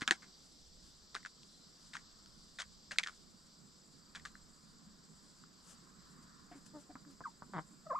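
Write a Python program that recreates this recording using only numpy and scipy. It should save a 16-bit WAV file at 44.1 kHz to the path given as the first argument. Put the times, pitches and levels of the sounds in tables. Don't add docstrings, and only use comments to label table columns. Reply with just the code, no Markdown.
import sys
import numpy as np
from scipy import signal
from scipy.fft import rfft, irfft, next_fast_len
from scipy.io import wavfile
from scipy.ndimage import uniform_filter1d

SR = 44100
rng = np.random.default_rng(int(sys.argv[2]) if len(sys.argv) > 2 else 0)


def convert_level_to_amplitude(level_db):
    exponent = np.asarray(level_db, float) / 20
    return 10 ** exponent


def transcribe(signal):
    frames = np.atleast_2d(signal).T
    limited = np.clip(frames, -1, 1)
    pcm = np.round(limited * 32767).astype(np.int16)
    wavfile.write(sys.argv[1], SR, pcm)


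N = 352359
PADDED = next_fast_len(N)


def evened(x):
    return x / np.sqrt(np.mean(x ** 2) + 1e-20)


def read(points, hz):
    f, value = np.transpose(points)
    return np.interp(np.log(hz + 1), np.log(f + 1), value)


def add(mix, s, sound):
    part = mix[round(s * SR):][:len(sound)]
    part += sound[:len(part)]


def columns(rows):
    s, *values = np.transpose(rows)
    t = np.arange(s[0], s[-1], 1 / SR)
    return [np.interp(t, s, v) for v in values]


def hump(start, swell, dying, from_db, top_db, to_db):
    top = start + swell
    return [(start, top_db + from_db), (top, top_db), (top + dying, top_db + to_db)]


def level(humps):
    out = np.zeros(N)
    for rows in humps:
        db, = columns(rows)
        add(out, rows[0][0], convert_level_to_amplitude(db) * signal.windows.tukey(len(db), .06))
    return out


def within(points, hz):
    return (hz > points[0][0]) & (hz < points[-1][0])


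def coloured(x, points):
    hz = np.fft.rfftfreq(PADDED, 1 / SR)
    return evened(irfft(rfft(x, PADDED) * convert_level_to_amplitude(read(points, hz)) * within(points, hz), PADDED)[:N])


def wander(frames, top_hz):
    t = np.arange(frames) * 256 / SR
    rates = np.geomspace(top_hz / 12, top_hz, num=24)
    return evened(sum(np.sin(2 * np.pi * (f * t + rng.random())) / np.sqrt(f) for f in rates))


def resonate(x, hz, width_hz):
    return signal.lfilter(*signal.iirpeak(hz, hz / width_hz, SR), x)


# (frequency [Hz], level [dB])
WIND = [(15, -0.5), (45, 1.5), (75, -13.5), (110, -27.5)]
# (frequency [Hz], level [dB])
AIR = [(15, -14.5), (45, -15.5), (95, -32), (300, -19), (2400, -31.5), (11000, -47.5), (12600, -46.5),
       (15100, -56.5)]
# (frequency [Hz], level [dB])
MURMUR = [(100, -31), (140, -14), (185, 3), (230, -7.5), (290, -13.5), (420, -21.5), (500, -40.5)]
# (frequency [Hz], level [dB])
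ROAD = [(800, -36), (1000, 1.5), (1100, 2), (1400, 0.5), (1900, -8.5), (2400, -25.5)]
# (frequency [Hz], level [dB])
CHORUS = [(2700, -22), (3500, -11.5), (4300, -7.5), (4750, -4.5), (5100, -6.5), (5400, -8), (6000, -11.5),
          (6500, -18.5)]
# (frequency [Hz], level [dB])
KATYDIDS = [(3710, -42), (6300, -14), (7170, -4), (7380, -2.5), (7740, -1.5), (8350, -16), (8500, -13.5),
            (11000, -38)]
# (time [s], carry [dB])
BREEZE = [(0, 10.5), (0.24, 2), (0.58, -10.5), (1.2, 0.5), (1.51, -3), (2.0, 3), (2.62, -3.5), (3.89, -1),
          (4.18, 4), (4.61, 1.5), (4.87, 2.5), (5.47, 1), (6.34, 9), (6.7, 3), (7.99, 1)]
# (time [s], level [dB])
CHORUS_FADE = [(0, -59.5), (2.619, -59.5), (4.3, -64.5), (5.47, -62.5), (7.99, -66)]
# (frequency [Hz], likeness [0-1])
LIKENESS = [(20, .86), (140, .68), (770, .3), (2700, .35), (4200, .62), (6400, .72), (9800, .8),
            (15000, .2)]
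# (frequency [Hz], left minus right [dB])
LEAN = [(60, -2.5), (140, -2.5), (500, -10), (1200, -2.5), (2700, .5), (10000, 1.5), (12000, 23),
        (15000, 27.5)]


def background():
    frames, hz = N // 256 + 5, np.fft.rfftfreq(1024, 1 / SR)
    t = np.arange(frames) * 256 / SR
    carry_db = np.interp(t, *np.transpose(BREEZE))
    chorus_db = np.interp(t, *np.transpose(CHORUS_FADE))
    murmur_db = -63 + 0.27 * carry_db + .5 * t
    beat = np.sin(2 * np.pi * np.cumsum(16 + 2.2 * wander(frames, 3)) * 256 / SR)
    layers = [(WIND, -67.5 + 3 * wander(frames, 5.5)),
              (AIR, -66.5 + 0.48 * wander(frames, 4.2)),
              (MURMUR, murmur_db + 1.9 * wander(frames, 25)),
              (ROAD, -70 + carry_db + 0.408 * wander(frames, 1.8)),
              (CHORUS, chorus_db + 1.0 * wander(frames, 30)),
              (KATYDIDS, -65 + 2.0 * beat + 0.65 * wander(frames, 15))]
    power = 0
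    for points, db in layers:
        shape = convert_level_to_amplitude(read(points, hz)) * within(points, hz)
        power = power + (shape[:, None] / np.linalg.norm(shape) * convert_level_to_amplitude(db)) ** 2
    top_band = (hz > 8300) & (hz < 11300)
    lull_db = 2.5 * np.outer(top_band, wander(frames, 12))
    power = power * convert_level_to_amplitude(2 * lull_db)

    a, b, c, d, patches = rng.standard_normal((frames, 513, 5)).T
    patches = uniform_filter1d(uniform_filter1d(patches, size=5, axis=0), size=10, axis=1)
    same = np.clip(read(LIKENESS, hz), 0, 1)[:, None]
    lean = convert_level_to_amplitude(read(LEAN, hz) / 2)[:, None]
    left = a + 1j * b
    right = same * left + np.sqrt(1 - same ** 2) * (c + 1j * d)
    field = np.array([left * lean, right / lean]) * np.sqrt(power) * convert_level_to_amplitude(0.93 * evened(patches))
    return 0.61 * signal.istft(field, nperseg=1024, noverlap=768)[1][:, :N]


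# (frequency [Hz], level [dB], pulse rate [1/s])
SINGERS = [(4720, -72, 16), (4780, -78, 17), (4850, -77.5, 38), (5100, -73.5, 23), (4970, -83.5, 50),
           (5450, -79.5, 30), (7100, -87.5, 47.2), (7400, -80.5, 6.3), (7520, -77.5, 34), (7960, -77.5, 18)]
# (frequency [Hz], level at the start [dB], pulse rate [1/s])
SWARM = [(5520, -75, 21), (5700, -76, 29), (5790, -77, 17), (5840, -76, 35), (6110, -77.5, 25)]


def singers():
    out, frames = np.zeros((2, N)), N // 256 + 2
    fades = [0] * len(SINGERS) + [2.5] * len(SWARM)
    sides = rng.uniform(-2.2, 2, len(fades))
    for (hz, db, per_s), fade, side in zip(SINGERS + SWARM, fades, sides):
        waver, pace, swell = (np.repeat(wander(frames, top), 256)[:N] for top in (40, 4, 14))
        beat = np.sin(2 * np.pi * np.cumsum(per_s * (1 + .45 * pace)) / SR)
        pulses = np.clip(.5 + .7 * beat, 0, 1)
        tone = np.sin(2 * np.pi * np.cumsum(hz * (1 + .004 * waver)) / SR)
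        course_db = db - fade * np.arange(N) / SR + 2.78 * uniform_filter1d(swell, size=256)
        out += convert_level_to_amplitude(course_db + np.array([[side], [-side]])) * pulses * tone
    return out


# (start [s], end [s], frequency [Hz], level [dB])
TRILLS = [
    (.15, 0.33, 4050, -74),
    (1.46, 1.69, 4070, -67.5),
    (4.256, 4.404, 4090, -69.5),
]


def cricket():
    out = np.zeros(N)
    for start, end, hz, db in TRILLS:
        t = np.arange(0, end - start, 1 / SR)
        noises = rng.standard_normal((2, len(t)))
        waver, swell = (evened(np.convolve(v, np.hanning(900), "same")) for v in noises)
        line = np.sin(2 * np.pi * hz * t + .8 * waver)
        add(out, start, convert_level_to_amplitude(db - 2 + 2.5 * swell) * line * signal.windows.tukey(len(t), .5))
    return out


# (loudest moment [s], swell [s], dying [s], top level [dB])
RUSTLES = [(.45, 0.12, 0.093, -88.5), (.866, 0.071, 0.074, -83.5), (1.85, 0.13, 0.17, -85.5),
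           (5.386, 0.033, .05, -88), (5.712, 0.075, 0.043, -74.5), (6.238, 0.036, 0.013, -84),
           (6.57, 0.023, 0.037, -87), (6.664, 0.009, 0.021, -75.5), (6.81, 0.055, 0.043, -82.5),
           (7.11, 0.016, 0.039, -82)]
# (frequency [Hz], level [dB])
RUSTLE = [(470, 0), (800, -9), (1400, 0), (2270, -11.5), (3090, -4), (3680, -9), (4650, -5.5), (7550, 1.5),
          (15500, -27)]


def rustle():
    gain = level([hump(s - a, a, b, -12.5, db, -12.5) for s, a, b, db in RUSTLES])
    return convert_level_to_amplitude(15.0) * gain * coloured(rng.standard_normal(N), RUSTLE)


def knocks(rows):
    out, t = np.zeros(N), np.arange(-200, 200) / SR
    for s, db, hz, half in rows:
        add(out, s + t[0], -convert_level_to_amplitude(db) * np.cos(2 * np.pi * hz * t) * np.exp(-.5 * (t / half) ** 2))
    return out


# (time [s], peak [dB], frequency [Hz], half length [s])
FAR_KNOCKS = [(3.1305, -60, 1390, .0012), (4.3545, -42.5, 1600, 0.00052), (6.9553, -38, 1286, 0.00025),
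              (6.9592, -47, 1190, .0007), (7.051, -51.5, 1400, .0004), (7.2068, -37, 948, 0.0003),
              (7.2108, -44.5, 1100, 0.0009), (7.2137, -55, 1100, 0.00062), (7.4226, -36, 1070, 0.00044),
              (7.433, -50, 1195, 0.00089)]


def far_knocks():
    return knocks(FAR_KNOCKS)


# (time [s], peak [dB], frequency
# [Hz], width [Hz], length [s])
BURSTS = [(0.114, -43.5, 744, 301, 0.032), (2.918, -55.5, 642, 302, 0.034), (1.141, -56, 650, 300, 0.022),
          (6.513, -64, 2570, 1200, 0.03), (2.593, -52, 690, 297, .04), (4.862, -54, 190.7, 59.5, 0.14),
          (6.513, -53, 720, 59.5, 0.041), (6.514, -58, 1443, 2420, 0.11), (6.894, -56.5, 720, 60, 0.06),
          (6.902, -61.5, 1490, 1600, 0.034), (6.955, -48.5, 1200, 506, 0.027),
          (7.211, -47.5, 990, 900, 0.02), (7.423, -50, 1102, 914, 0.026), (7.492, -55, 297, 200, 0.014),
          (7.71, -58.5, 271, 119, 0.083)]


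def bursts():
    out = np.zeros(N)
    for s, db, hz, width_hz, length in BURSTS:
        t = np.arange(0, length, 1 / SR)
        r = np.exp(-np.pi * width_hz / SR)
        noise = rng.standard_normal((2, len(t) + 800))
        slow = signal.lfilter([1], np.poly([r, r, r]), noise)[:, 800:]
        note = slow[0] * np.cos(2 * np.pi * hz * t) + slow[1] * np.sin(2 * np.pi * hz * t)
        fade = (1 - np.exp(-20 * t / length)) * (1 - t / length)
        add(out, s, convert_level_to_amplitude(db - 14 * t / length) * evened(note) * fade)
    return out


# (frequency [Hz], width [Hz], level [dB])
THROAT = [(560, 260, -11), (960, 620, 5), (1430, 750, -1), (2050, 320, -2.5), (3400, 970, -10)]


def voice(rows, rough, throat_db, chest_db):
    db, hz, loss_db = columns(rows)
    jitter, breath = rng.standard_normal((2, len(hz)))
    unsteady = 0.064 * rough * evened(uniform_filter1d(jitter, size=200))
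    turns = np.cumsum(hz * (1 + unsteady)) / SR
    pulse_strengths = convert_level_to_amplitude(1.6 * rng.standard_normal(100))
    strength = uniform_filter1d(pulse_strengths[turns.astype(int)], size=60)
    hum = sum(convert_level_to_amplitude(-(loss_db + chest_db) * k) * np.cos(2 * np.pi * (k + 1) * turns + 1.24 * k)
              for k in range(6))

    puffs = rough * breath * np.exp(-(turns % 1))
    pulses = evened(np.diff(turns // 1, prepend=0)) + puffs
    ring = 0
    for k, (f, width, gain_db) in enumerate(THROAT[:-1]):
        ring = ring + (-1) ** k * convert_level_to_amplitude(gain_db) * resonate(resonate(pulses, f, 2 * width), f, width)
    f, width, gain_db = THROAT[-1]
    hiss = resonate(resonate(breath, f, width), f, width)
    ring = signal.sosfilt(signal.butter(8, 2180, fs=SR, output="sos"), ring)
    ring = ring + convert_level_to_amplitude(gain_db) * rough * hiss
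    blend = evened(hum) + convert_level_to_amplitude(throat_db - loss_db) * evened(ring)
    return convert_level_to_amplitude(db) * strength * blend * signal.windows.tukey(len(hz), .1)


def soft(start, length, db, hz, loss_db):
    effort = hump(start, 0.25 * length, 0.42 * length, -9.5, db, -3)
    effort.append((start + length, db - 14.5))
    lateness = (0, 0.19, 0.52, 0.87)
    return [(*row, hz * (1 - 0.041 * late), loss_db + 4.5 * late ** 2)
            for row, late in zip(effort, lateness)]


# (start [s], length [s], level [dB], pitch [Hz], loss per overtone [dB])
CLUCKS = [
    (6.512, 0.018, -54.5, 306, 19),
    (6.543, 0.048, -54, 286, 19),
    (6.735, 0.073, -49.5, 300, 5.5),
    (6.892, 0.032, -53, 300, 11.5),
    (7.058, 0.066, -56.5, 289.5, 20.5),
]


def clucks():
    out = np.zeros(N)
    for row in CLUCKS:
        add(out, row[0], voice(soft(*row), rough=.4, throat_db=-12, chest_db=0))
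    return out


# (time [s], level [dB], pitch [Hz], loss per overtone [dB])
CROAK = [
    (7.515, -67, 203.2, 34),
    (7.533, -54, 193.5, 30.5),
    (7.536, -55, 195.8, -4.5),
    (7.557, -41, 170.9, 6),
    (7.594, -48.5, 156, -1.5),
    (7.606, -51.5, 159, 9),
    (7.634, -79, 151.5, 21),
]


def croak():
    out = np.zeros(N)
    add(out, CROAK[0][0], voice(CROAK, rough=0.54, throat_db=3.0, chest_db=4))
    return out


def squeal(rows):
    hz, db, squeeze_db = columns(rows)
    turns = np.cumsum(hz) / SR
    noise = rng.standard_normal(len(hz))
    flutter = 1 + .06 * evened(np.convolve(noise, np.hanning(300), "same"))
    second_db = db + squeeze_db
    partials_db = db, second_db, second_db - 18, second_db - 36
    whistle = sum(convert_level_to_amplitude(p) * np.sin(2 * np.pi * (k + 1) * turns) for k, p in enumerate(partials_db))
    return 1.7 * flutter * whistle


# (time [s], pitch [Hz], level [dB], squeeze: second partial over the whistle [dB])
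SQUEALS = [
    [(7.237, 1650, -71, -45), (7.2395, 1630, -52, -44), (7.249, 1540, -52.5, -40), (7.257, 1210, -40, -37),
     (7.27, 990, -49, -19), (7.283, 876, -57, -31), (7.295, 870, -80, -29)],
    [(7.852, 742, -80, -21), (7.87, 630, -49, -2), (7.886, 635, -67, -15), (7.9, 674, -48, -7),
     (7.908, 570, -45.5, 8.5), (7.922, 500, -46.5, 8.5), (7.932, 585, -58, 13), (7.95, 560, -59, -12)],
    [(7.926, 583, -59, -2), (7.934, 653, -42.5, -11), (7.945, 697, -47, -12), (7.949, 960, -42, -30),
     (7.955, 1018, -35, -28), (7.963, 1276, -40.5, -34), (7.978, 1023, -45, -30), (7.99, 1202, -41, -30)],
]
WALL_DB = [
    -8,
    -19,
    -17,
]


def squeals():
    out = np.zeros(N)
    for rows, echo_db in zip(SQUEALS, WALL_DB):
        whistle = squeal(rows)
        add(out, rows[0][0], whistle)
        add(out, rows[0][0] + .0065, convert_level_to_amplitude(echo_db) * whistle)
    return out


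def hens():
    out = far_knocks() + clucks() + croak() + bursts() + squeals()
    return signal.sosfilt(signal.butter(3, [110, 3800], "band", fs=SR, output="sos"), out)


# (start [s], swell [s], dying [s], top level [dB], treble above it [dB])
CRUNCH = [(.009, 0.014, 0.035, -41.5, -10), (0.077, 0.0018, 0.045, -34.5, -10),
          (0.111, 0.0068, 0.055, -40, -3), (.22, 0.014, 0.069, -57.5, -5), (1.144, 0.014, 0.062, -48, -6),
          (1.251, 0.02, 0.021, -54.5, -6), (1.933, 0.024, 0.064, -48, -7), (2.587, 0.021, 0.051, -43.5, -5),
          (2.908, 0.0097, 0.065, -45.5, -4), (2.987, 0.0069, 0.034, -38.5, -5),
          (3.039, .003, 0.056, -58, 2), (3.065, 0.013, 0.093, -54, -5), (4.147, 0.01, 0.065, -48.5, -6),
          (4.251, 0.0013, 0.07, -52.5, -0.5)]
# (frequency [Hz], level [dB])
TRAY = [(400, -25), (727, -18), (900, -18), (1350, -6.5), (2260, -11.5), (2900, -19.5), (3770, -32),
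        (6380, -120)]
# (frequency [Hz], level [dB])
GRIT = [(1530, -39), (2780, -7.5), (3330, 2), (4730, -2), (5530, -0.5), (7800, -3.5), (9500, -14.5),
        (15300, -37.5)]


def crunch():
    sizes = convert_level_to_amplitude(3 * np.minimum(rng.exponential(1, (2, N)), 2.5))
    struck = rng.random((2, N)) < [[1800 / SR], [3000 / SR]]
    grains = rng.choice([-1., 1.], (2, N)) * sizes * struck
    body = level([hump(s, a, b, -7, db, -30.5) for s, a, b, db, _ in CRUNCH])
    grit = level([hump(s, a, b, -5.5, db + up_db, -30.5) for s, a, b, db, up_db in CRUNCH])
    s, _, hz, _ = np.transpose(BLOWS)
    last_blow = np.maximum(np.searchsorted(s, np.arange(N) / SR) - 1, 0)
    turn = np.exp(2j * np.pi * np.cumsum(hz[last_blow]) / SR)
    r = np.exp(-np.pi * 1500 / SR)
    spot = evened((turn * signal.lfilter([1], np.poly([r, r]), grains[0] / turn)).real)
    knocked = convert_level_to_amplitude(-3.5) * coloured(grains[0], TRAY) + convert_level_to_amplitude(-14) * spot
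    return body * knocked + grit * coloured(grains[1], GRIT)


# (time [s], peak [dB], frequency [Hz], t60
# [s])
THUDS = [
    (0.019, -21.5, 260, 0.02),
    (0.075, -39.5, 242, 0.092),
    (0.109, -21, 340, 0.038),
    (1.15, -40, 367, 0.03),
    (2.919, -52, 151, 0.073),
    (6.952, -35, 261, 0.044),
    (7.208, -39.5, 175, 0.033),
    (7.42, -41.5, 167, 0.055),
]


def thuds():
    out, t = np.zeros(N), np.arange(6000) / SR
    for s, db, hz, t60 in THUDS:
        swing = np.sin(2 * np.pi * hz * t) + 0.38 * np.sin(2 * np.pi * .68 * hz * t)
        add(out, s + 0.0015, convert_level_to_amplitude(db - 4.0 - 60 * t / t60) * swing * (1 - np.exp(-t / 0.0024)))
    return out


# (time [s], peak [dB], frequency [Hz], half
# length [s])
SNAPS = [(.0198, -32.5, 3700, 0.00035), (.0779, -17.5, 3460, 0.00027), (.079, -28, 2100, .0006),
         (.0777, -27.5, 7000, .0003), (.1099, -15.5, 4500, 0.00026), (.1101, -26.5, 7200, .0003),
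         (.1234, -30, 1740, .0006), (1.1512, -26.5, 3840, 0.00013), (1.1514, -40, 5100, .0003),
         (1.161, -42, 4600, .0003), (1.2605, -47, 5500, .0003), (1.4327, -62, 3400, 0.00066),
         (1.9365, -48, 3600, 0.0011), (1.939, -50, 3400, 0.0007), (1.9545, -54, 3300, 0.00065),
         (2.5905, -39.5, 3600, .0006), (2.6062, -39.5, 3530, .0008), (2.6215, -44, 3200, .001),
         (2.622, -45, 8000, 0.00054), (2.9245, -43, 2810, 0.0009), (2.9859, -10.5, 4030, 0.00015),
         (2.986, -24.5, 6300, 0.00021), (2.9858, -28, 8000, 0.00023), (2.9945, -37.5, 2280, 0.0019),
         (2.9985, -32, 2300, .0012), (2.999, -40, 4700, .0006), (3.0366, -32, 3330, 0.00032),
         (4.1562, -48, 3400, .0008), (4.161, -46, 3400, 0.00076), (4.2535, -48, 1200, 0.0018),
         (4.2585, -47, 1240, 0.0018), (4.268, -56, 1210, .005)]


def snaps():
    return knocks(SNAPS)


# (time [s], peak [dB], tray ring [Hz], crack above the ring [dB])
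BLOWS = [(0.0185, -23.5, 1685, -22.5), (0.0272, -31, 2036, -16), (0.0773, -15.5, 1560, -13),
         (0.0866, -37, 1603, -12.5), (0.088, -29, 1560, -19), (0.10965, -10, 1723, -11),
         (0.11075, -12, 1710, -30), (0.11175, -25, 1740, -29.5), (0.116, -32, 1894, -17.5),
         (0.118, -28.5, 1656, -14.5), (0.1227, -24, 1850, -20.5), (1.151, -26, 1300, -16),
         (1.1653, -29, 1620, -29), (1.2502, -30.5, 1678, -26), (1.2608, -30.5, 1580, -20),
         (1.9532, -28.5, 1380, -24), (1.9676, -31, 1805, -16), (2.587, -33, 1837, -15.5),
         (2.5926, -41, 1755, -20), (2.6, -32, 1663, -13.5), (2.6021, -33, 1702, -13),
         (2.6073, -39.5, 1623, -19), (2.617, -47, 1763, -15), (2.9107, -31, 1825, -28.5),
         (2.9174, -31, 1770, -13.5), (2.92, -35.5, 1695, -10.5), (2.9857, -12.5, 2310, -12.5),
         (2.9872, -19.5, 2379, -24), (2.9927, -32, 2400, -16.5), (2.9972, -32, 2400, -12),
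         (3.0328, -32, 2140, -12.5), (3.0366, -26, 2028, -9), (3.0623, -29.5, 1749, -22),
         (3.065, -36, 1628, -33), (3.0715, -33, 1580, -12), (3.0732, -30.5, 1553, -12),
         (3.085, -31, 1480, -18), (4.1557, -38, 1670, -12.5), (4.16, -37, 1711, -13),
         (4.2523, -33.5, 1616, -17), (4.2582, -32, 1726, -16)]
# (time [s], peak [dB], tray ring [Hz], crack above the ring [dB])
PICKS = [(0.0096, -38, 1600, -9), (0.015, -43, 1670, -22), (0.031, -37, 1460, -17.5),
         (0.036, -40, 1500, -19), (0.222, -50, 2120, -19), (1.1461, -36.5, 2050, -10),
         (1.1606, -40, 2100, -17), (1.23, -49, 2080, -9), (1.4327, -64.5, 1214, 9.5),
         (1.934, -45, 1900, -8), (1.9381, -38.5, 1890, -6.5), (1.947, -44, 1550, -21),
         (2.26, -55.5, 1490, -0.5), (2.6192, -36.5, 2130, -5), (2.6258, -40.5, 1340, -18),
         (2.9603, -43, 1600, -23), (3.042, -40, 1890, -15.5), (3.0459, -41, 2010, -11),
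         (3.095, -36, 1370, -28), (4.15, -39, 1660, -20), (4.172, -43, 1600, -24), (4.1744, -49, 1480, -21),
         (4.1972, -47, 2010, -11), (4.2646, -50, 1430, -25), (5.438, -45, 1370, -26)]
# (frequency [Hz], level [dB])
CRACK = [(2900, -4.5), (4300, -5.5), (5900, -9), (7600, -6), (10500, -31), (14500, -35)]


def taps():
    out, t = np.zeros(N), np.arange(2000) / SR
    rows = BLOWS + PICKS
    rise = 1 - np.exp(-t / .00022)
    for (s, db, hz, crack_db), chance in zip(rows, rng.uniform(0.894, 1.1, (len(rows), 10))):
        t60 = 0.0076 / convert_level_to_amplitude(0.11 * (db + 38))
        bent = 0.88 * t + 0.00031 * (1 - np.exp(-t / 0.0019))
        ring = np.sin(2 * np.pi * hz * bent) * convert_level_to_amplitude(-60 * (t / t60) ** 1.285)
        modes_hz = np.geomspace(CRACK[0][0], CRACK[-1][0], num=10) * chance
        modes = np.sin(2 * np.pi * (modes_hz[:, None] * t + 5 * chance[::-1, None]))
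        crack = (convert_level_to_amplitude(read(CRACK, modes_hz)) * chance) @ modes
        crack_gain = convert_level_to_amplitude(crack_db + 14 - 60 * t / .0034)
        add(out, s, convert_level_to_amplitude(db) * rise * (.9 * ring + crack_gain * crack))
    return signal.sosfilt(signal.butter(4, 850, "high", fs=SR, output="sos"), out)


def shelter(x, t60):
    t = np.arange(6000) / SR
    bounces = rng.choice([-1., 1.], (2, 6000)) * (rng.random((2, 6000)) < .05)
    tail = bounces * convert_level_to_amplitude(-60 * t / t60) * (t > .003)
    tail = signal.lfilter([1], [1, -.6], tail)
    return signal.oaconvolve(x[None], tail / np.linalg.norm(tail[0]), axes=1)[:, :N]


def placed(x, lean_db):
    dull = signal.oaconvolve(x, signal.firwin(31, 12000, fs=SR), "same")
    return np.array([x * convert_level_to_amplitude(lean_db / 2), dull / convert_level_to_amplitude(lean_db / 2)])


def scene():
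    tray = taps() + thuds() + snaps() + crunch()
    voices = hens()
    near = placed(tray, 1.2) + placed(voices, .8) + placed(rustle(), 7.6) + placed(cricket(), 0.35)
    scatter = convert_level_to_amplitude(-16.5) * shelter(tray, 0.044) + .15 * shelter(voices, 0.1)
    return near + scatter + singers() + background()


def roll_off(x):
    return signal.sosfilt(signal.butter(12, 15760, fs=SR, output="sos"), x)


# (frequency [Hz], lag [radians])
PORT_LAG = [(300, 0), (1000, .42), (2600, .72), (4500, .45), (6500, .3), (12000, .2)]


def record(dry):
    lag = read(PORT_LAG, np.fft.rfftfreq(PADDED, 1 / SR))
    left = irfft(rfft(dry[0], PADDED) * np.exp(-1j * lag), PADDED)[:N]
    mix = np.array([left, dry[1]])
    return roll_off(mix)


dry = scene()
out = record(dry)
transcribe(out)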